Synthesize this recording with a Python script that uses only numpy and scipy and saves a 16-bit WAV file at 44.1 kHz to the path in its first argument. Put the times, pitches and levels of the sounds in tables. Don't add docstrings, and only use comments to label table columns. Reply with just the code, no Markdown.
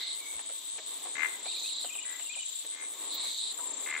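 import sys
import numpy as np
from scipy import signal
from scipy.fft import rfft, irfft
from scipy.io import wavfile
from scipy.ndimage import uniform_filter1d

SR = 44100
rng = np.random.default_rng(int(sys.argv[2]) if len(sys.argv) > 2 else 0)


def store_wav(level_fs):
    pcm = np.round(np.clip(np.atleast_2d(level_fs), -1, 1) * 32767)
    wavfile.write(sys.argv[1], SR, pcm.T.astype(np.int16))


N = 176400

# first pulse in seconds, last pulse in seconds, stroke rate in Hz.
TRILLS = [(.241, 2.594, 30.17), (2.952, 4.005, 30.35)]
# time in seconds, level in dB.
TRILL_LEVEL = [(.2, -52), (1.0, -47), (1.35, -42.5), (1.7, -36), (2.55, -34), (2.95, -42), (3.2, -37),
               (3.45, -38.5), (3.72, -31), (4, -38.5)]
# start in seconds, length in seconds, level in dB, pitch in Hz, swell in dB,
# left over right in dB, echo gain in dB.
RATTLES = [(-.07, 0.11, -36, 2010, 12, 14, 2), (1.1547, 0.11, -13.5, 2067, 13, 22, -8),
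           (2.049, 0.13, -35.5, 2010, 2.5, 4, -2.5), (2.721, .14, -32.5, 2104, 9, 24, -8),
           (3.175, 0.12, -38.5, 2206, 8, 3, -3), (3.8604, 0.13, -19.5, 2080, 8.5, 5, -25)]
# ratio to the pitch, gain in dB, 60 dB decay time in seconds.
THROAT_MODES = [(1.0, 0, .012), (.835, -7, .012), (.58, -15, .018), (1.12, -13, .009)]
# frequency in Hz, relative level in dB.
GRIT_SPECTRUM = [(400, -32), (900, -14), (1180, -7), (1430, -17), (1720, -2), (2100, 0), (2500, -7),
                 (2900, -20), (4500, -42)]
# start in seconds, end in seconds.
CHIRPS = [(.069, .211), (.259, .416), (.456, .594), (.648, .781), (.855, .981), (1.021, 1.156),
          (1.223, 1.359), (1.427, 1.563), (1.63, 1.731), (1.806, 1.881), (1.946, 1.999), (2.048, 2.129),
          (2.204, 2.283), (2.354, 2.412), (2.448, 2.498), (2.549, 2.626), (2.658, 2.755), (2.812, 2.942),
          (2.99, 3.143), (3.193, 3.333), (3.375, 3.528), (3.574, 3.724), (3.771, 3.914), (3.968, 4.1)]
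# frequency in Hz, relative level in dB.
WING_SPECTRUM = [(7000, -47.5), (7600, -28), (7780, 1), (7950, 1), (8040, 1.5), (8130, -6), (8250, -13.5),
                 (8400, -30), (8600, -41)]
# start in seconds, end in seconds, level in dB.
BUZZES = [(-.25, 0.173, -39.5), (1.436, 1.876, -38.5), (3.083, 3.541, -38)]
# frequency in Hz, relative level in dB.
BUZZ_SPECTRUM = [(1500, -55), (2900, -27), (3400, -12), (3750, 0), (4130, -1), (4420, -9), (4800, -17),
                 (5300, -25), (6000, -35), (8000, -55)]
# start in seconds, end in seconds.
RASPS = [(-.12, .033), (.144, .357), (.519, .69), (.866, 1.055), (1.217, 1.395), (1.55, 1.713),
         (1.796, 1.98), (2.1, 2.287), (2.479, 2.665), (2.893, 3.067), (3.221, 3.397), (3.513, 3.672),
         (3.799, 3.9)]
# frequency in Hz, relative level in dB.
RASP_SPECTRUM = [(8500, -21.5), (9300, -2.5), (10300, -7.5), (12300, -10), (13700, -1.5), (14700, -8),
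                 (16000, -20)]
# start and length in seconds, first, middle and last pitch in Hz,
# relative level in dB.
BIRD_NOTES = [(1.476, .03, 2300, 2540, 2760, -50.5), (1.51, 0.027, 3230, 2810, 2140, -50),
              (1.554, 0.029, 2890, 2400, 2780, -50.5), (1.639, 0.034, 2430, 2550, 2750, -49.5),
              (1.687, 0.019, 3180, 2840, 2400, -46.5), (1.841, 0.027, 3200, 3040, 2700, -47.5),
              (1.88, 0.018, 3220, 2950, 2600, -47), (1.901, 0.032, 2410, 2513, 2525, -43),
              (1.936, 0.023, 3120, 2910, 2300, -43.5), (1.977, 0.023, 3190, 2436, 2730, -44.5),
              (2.004, 0.025, 3010, 2900, 3080, -45), (2.027, 0.014, 3070, 2730, 2350, -52),
              (2.206, 0.018, 3100, 2860, 2490, -48), (2.249, 0.04, 3050, 2760, 2870, -51.5),
              (2.296, 0.034, 2390, 2486, 2537, -41.5), (2.336, .019, 3100, 2976, 2170, -44.5),
              (2.366, 0.032, 3210, 2400, 2770, -45.5), (2.395, 0.033, 2870, 3020, 2910, -41.5),
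              (2.425, .012, 3020, 2700, 2320, -50)]
# start in seconds, relative level in dB, pitch in Hz, bright edge in dB.
CLUCKS = [(0.389, -51, 843, -48), (.493, -48, 556, -50), (0.781, -46.5, 630, -44.5), (1.052, -44, 714, -54),
          (1.455, -45, 762, -48), (1.841, -44.5, 735, -51), (1.947, -50.5, 770, -65),
          (2.194, -54, 694, -47.5), (2.362, -52, 714, -62), (2.643, -51.5, 452, -54),
          (3.588, -43.5, 996, -73)]
# start and end in seconds, pitch in Hz, fall in Hz per second, level in dB.
WHISTLES = [(-.02, 0.22, 2110, 101, -51), (0.197, 0.485, 2246, 195, -51), (3.595, 3.733, 1035, 980, -52.5)]
# frequency in Hz, relative level in dB.
SQUEAK_SPECTRUM = [(8000, -45), (10500, -16), (12200, -17), (13300, -4), (14500, -2), (15600, -3),
                   (16500, -12)]
# time in seconds, level in dB.
CHORUS_LEVEL = [(0, -42.5), (.3, -50.5), (.85, -47.5), (1.35, -50), (2.0, -51.5), (2.55, -46), (2.75, -49),
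                (2.9, -57), (3.05, -48), (3.7, -50.5), (4, -49.5)]
# start in seconds, end in seconds, level in dB.
FAR_CHIRPS = [(0.237, .36, -55), (0.65, .82, -58), (1.112, 1.292, -55), (1.576, 1.703, -49),
              (2.373, 2.53, -53.5), (2.774, 2.874, -56), (3.226, 3.414, -51), (3.682, 3.906, -55.5)]
# frequency in Hz, relative level in dB.
SHIMMER_SPECTRUM = [(6500, -39), (7000, -4), (7400, -10), (7770, 3.5), (8100, -8), (8350, -34), (8600, -60)]
# start in seconds, level in dB.
THUDS = [(0.349, -64.5), (.46, -70), (.735, -68), (1.15, -65), (3.585, -76)]
# frequency in Hz, relative level in dB.
AIR_SPECTRUM = [(500, -26), (1000, -15), (1400, -17.5), (2200, -12.5), (2900, -13.5), (3700, 0.5),
                (4500, -18), (5600, -13.5), (6300, -6.5), (7100, -17), (8100, 3), (8550, -22),
                (9300, -16.5), (10200, -25), (12000, -26), (14000, -22.5), (15500, -26)]
# frequency in Hz, relative level in dB.
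RUSH_SPECTRUM = [(25, -56), (55, -26.5), (150, -19), (280, 5), (450, 5), (700, 2.5), (1100, 6), (1450, -7),
                 (2100, 1), (3200, -8.5), (8000, -61)]
# time in seconds, level in dB.
RUSH_LEVEL = [(0, -60.5), (.35, -57.5), (.7, -64.5), (.92, -56), (1.2, -51), (1.7, -59.5), (2.1, -59.5),
              (2.3, -63.5), (2.58, -69.5), (2.8, -55), (2.9, -57.5), (3.0, -52.5), (3.24, -51), (3.35, -62),
              (3.55, -58), (3.75, -50.5), (4, -53)]

TRILL_HZ, TRILL_SAG_HZ_PER_S, STROKE_S = 7351, 11500, 0.027
RATTLE_RATE_HZ, RATTLE_FALL_DB, RATTLE_CREST_SHARE = 78, 6.5, 0.71
CLICK_ATTACK_S, SECOND_CLICK_S, GRIT_DECAY_S = 0.00035, 0.0031, 0.0035
CHIRP_HZ, CHIRP_WAVER_HZ, CHIRP_LAG_RAD, CHIRP_GAP_DB = 8096, 69.6, 2.58, -21
ECHO_T60_S, TOP_HZ = 0.41, 15650
TIME = np.arange(N) / SR


def undb(db):
    return 10 ** (np.asarray(db) / 20)


def unit(x):
    return x / np.sqrt(np.mean(x ** 2) + 1e-20)


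def curve(rows):
    return undb(np.interp(TIME, *np.array(rows).T))


def colour(x, spectrum):
    hz, db = np.array(spectrum).T
    f = np.maximum(np.fft.rfftfreq(N, 1 / SR), 1)
    gain = undb(np.interp(np.log(f), np.log(hz), db))
    return unit(irfft(rfft(x) * gain, N))


def band(x, hz, half_width_hz):
    f = np.maximum(np.fft.rfftfreq(N, 1 / SR), 1)
    detuning = (f - hz * hz / f) / (2 * half_width_hz)
    return unit(irfft(rfft(x) / (1 + 1j * detuning) ** 2, N))


def pan(db):
    return unit(undb(np.array([[db], [-db]]) / 2))


def noise(correlation):
    mid, side = rng.standard_normal((2, N))
    opposed = np.array([side, -side])
    return (np.sqrt(1 + correlation) * mid + np.sqrt(1 - correlation) * opposed) / np.sqrt(2)


def wander(rate_hz):
    hold = max(int(SR / rate_hz), 2)
    steps = rng.standard_normal(2000)
    return unit(uniform_filter1d(steps[(np.arange(N) // hold) % len(steps)], hold))


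def strokes(rate_hz, jitter, sharp):
    cycles = np.cumsum(rate_hz * (1 + jitter * wander(rate_hz / 2))) / SR
    return unit(np.exp(sharp * np.cos(2 * np.pi * cycles)))


def gate(start, end, attack_s, release_s):
    return np.clip((TIME - start) / attack_s, 0, 1) * np.clip((end - TIME) / release_s, 0, 1)


def swell(age, rise_s):
    return age / rise_s * np.exp(1 - age / rise_s)


def glide(hz, lag_rad=0):
    return np.sin(2 * np.pi * np.cumsum(hz) / SR - lag_rad)


def add(out, start, x):
    i = int(round(start * SR))
    a, b = max(i, 0), min(i + x.shape[-1], N)
    if b > a:
        out[..., a:b] += x[..., a - i:b - i]


def echo(x):
    t = np.arange(SR) / SR
    envelope = np.exp(-np.log(1000) * t / ECHO_T60_S) * (1 - np.exp(-t / 0.0013))
    tail = unit(rng.standard_normal((2, SR)) * envelope) / np.sqrt(SR)
    return signal.fftconvolve(x[None], tail, axes=1)[:, :N]


def cricket():
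    out, t = np.zeros(N), np.arange(-STROKE_S / 2, STROKE_S / 2, 1 / SR)
    window = np.cos(np.pi * t / STROKE_S) ** 2
    for first, last, rate in TRILLS:
        times = np.linspace(first, last, int(round((last - first) * rate)) + 1)
        for at, (detune, force) in zip(times, rng.standard_normal((200, 2))):
            tone = glide(TRILL_HZ + 28 * detune - TRILL_SAG_HZ_PER_S * t)
            add(out, at - STROKE_S / 2, undb(0.2 * force) * window * tone)
    out = out * curve(TRILL_LEVEL) * undb(0.4 * wander(300))
    return out * pan(55.5) + undb(-10) * echo(out)


def frogs():
    out, t = 0, np.arange(int(0.03 * SR)) / SR
    grit = colour(rng.standard_normal(N), GRIT_SPECTRUM)
    attack = (1 - np.exp(-t / CLICK_ATTACK_S)) ** 2
    for start, length, db, hz, swell_db, pan_db, echo_db in RATTLES:
        call = np.zeros(N)
        ages = np.arange(0, length, 1 / RATTLE_RATE_HZ)
        for age, (detune, force, slip, shift) in zip(ages, rng.standard_normal((20, 4))):
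            phase = 2 * np.pi * hz * (1 + 0.018 * detune) * t
            ring = sum(undb(mode_db) * np.sin(ratio * phase) * np.exp(-np.log(1000) * t / t60)
                       for ratio, mode_db, t60 in THROAT_MODES)
            rasp = undb(-12.5) * np.roll(grit, int(shift * SR))[:len(t)] * np.exp(-t / GRIT_DECAY_S)
            arch_db = np.interp(age / length, [0, RATTLE_CREST_SHARE, 1], [-swell_db, 0, -RATTLE_FALL_DB])
            envelope = attack * undb(db + force / 2 + arch_db)
            at = start + age + 0.0004 * slip
            gap_s = round(SECOND_CLICK_S * hz + shift / 2) / hz
            add(call, at, (ring + rasp) * envelope)
            add(call, at + gap_s, 0.93 * ring * envelope)
        call = signal.sosfilt(signal.butter(3, 750, "high", fs=SR, output="sos"), call)
        out = out + call * pan(pan_db) + undb(echo_db) * echo(call)
    return out


def bush_cricket():
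    chirps = sum(gate(start - 0.004, end + 0.0054, 0.01, 0.01) for start, end in CHIRPS)
    pitch = CHIRP_HZ + CHIRP_WAVER_HZ * wander(220)
    tone = np.sqrt(2) * glide(pitch, np.array([[0], [CHIRP_LAG_RAD]]))
    scrape = undb(-3) * colour(noise(-0.48), WING_SPECTRUM)
    wing = unit(tone + scrape) * strokes(112.6, jitter=0.066, sharp=0.5)
    return wing * (chirps + undb(CHIRP_GAP_DB)) * undb(-40) * pan(2.44)


def buzzes():
    envelope = sum(gate(start, end, 0.046, 0.036) * undb(db) for start, end, db in BUZZES)
    ticks = noise(0.56) * strokes(270, jitter=0.15, sharp=0.7)
    return colour(ticks, BUZZ_SPECTRUM) * envelope * pan(-2.0)


def katydid():
    phrases = sum(gate(start - 0.005, end + 0.019, 0.017, 0.035) for start, end in RASPS)
    scrape = colour(noise(0.4), RASP_SPECTRUM) * strokes(200, jitter=0.25, sharp=0.17)
    return scrape * phrases * undb(-55.5) * pan(0.41)


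def bird():
    out = np.zeros(N)
    for start, length, *pitches, db in BIRD_NOTES:
        progress = np.linspace(0, 1, int(length * SR))
        hz = np.polyval(np.polyfit([0, 0.5, 1], pitches, 2), progress)
        envelope = np.abs(np.sin(np.pi * progress)) ** 0.2
        add(out, start, np.sqrt(2) * undb(db) * envelope * glide(hz))
    flutter = undb(2.5 * wander(250) - 2)
    return out * flutter + undb(-5) * echo(out)


def clucks():
    out = 0
    edge = band(noise(0.49), 2090, 1000)
    for at, db, hz, edge_db in CLUCKS:
        age = np.maximum(TIME - at, 0)
        note = undb(-9) * np.sin(2 * np.pi * hz * age) * swell(age, 0.012)
        puff = undb(-2) * band(noise(0.8), hz, 300) * swell(age, 0.0066)
        out = out + (note + puff) * undb(db) + edge * undb(edge_db) * swell(age, 0.0054)
    return out


def squeak():
    envelope = np.exp(-np.abs(TIME - 3.151) / 0.0099)
    return colour(noise(0.55), SQUEAK_SPECTRUM) * envelope * undb(-36.5) * pan(7.4)


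def whistles():
    out = 0
    for start, end, hz, fall_hz_per_s, db in WHISTLES:
        pitch = hz - fall_hz_per_s * np.maximum(TIME - start, 0) + 45 * wander(200)
        envelope = gate(start, end, 0.01, 0.75 * (end - start)) * undb(db + 1.3 * wander(90))
        note = glide(pitch) * envelope
        out = out + note + echo(note)
    return out


def chorus():
    throb = band(noise(0.14) * strokes(84, jitter=0.2037, sharp=0.17), 3695, 580)
    envelope = sum(gate(start, end, 0.022, 0.013) * undb(db) for start, end, db in FAR_CHIRPS)
    chirps = band(noise(0), 6480, 430) * strokes(38, jitter=0.13, sharp=0.22) * envelope
    shimmer = colour(noise(-0.27), SHIMMER_SPECTRUM) * strokes(55, jitter=0.198, sharp=0.31) * undb(-50)
    trill = band(noise(0), 7030, 220) * strokes(31, jitter=0.044, sharp=0.78) * undb(-56)
    return throb * curve(CHORUS_LEVEL) * pan(5.5) + chirps * pan(3) + shimmer * pan(0.95) + trill * pan(5.7)


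def thuds():
    envelope = sum(gate(at, at + 0.043, 0.0063, 0.024) * undb(db) for at, db in THUDS)
    return band(noise(0.92), 90, 68) * envelope


def air():
    hiss = colour(noise(0.25), [(20, -90), (200, -75)] + AIR_SPECTRUM) * undb(-50 + 0.39 * wander(5))
    rush = colour(noise(0.69), RUSH_SPECTRUM) * curve(RUSH_LEVEL) * undb(1.2 * wander(35))
    return hiss * pan(0.87) + rush * pan(0.38)


def scene():
    insects = cricket() + bush_cricket() + katydid() + buzzes() + chorus()
    calls = frogs() + clucks() + bird() + squeak() + whistles()
    return insects + calls + thuds() + air()


def record(dry):
    return signal.sosfilt(signal.ellip(10, 0.1, 80, TOP_HZ, fs=SR, output="sos"), dry)


dry = scene()
out = record(dry)
store_wav(out)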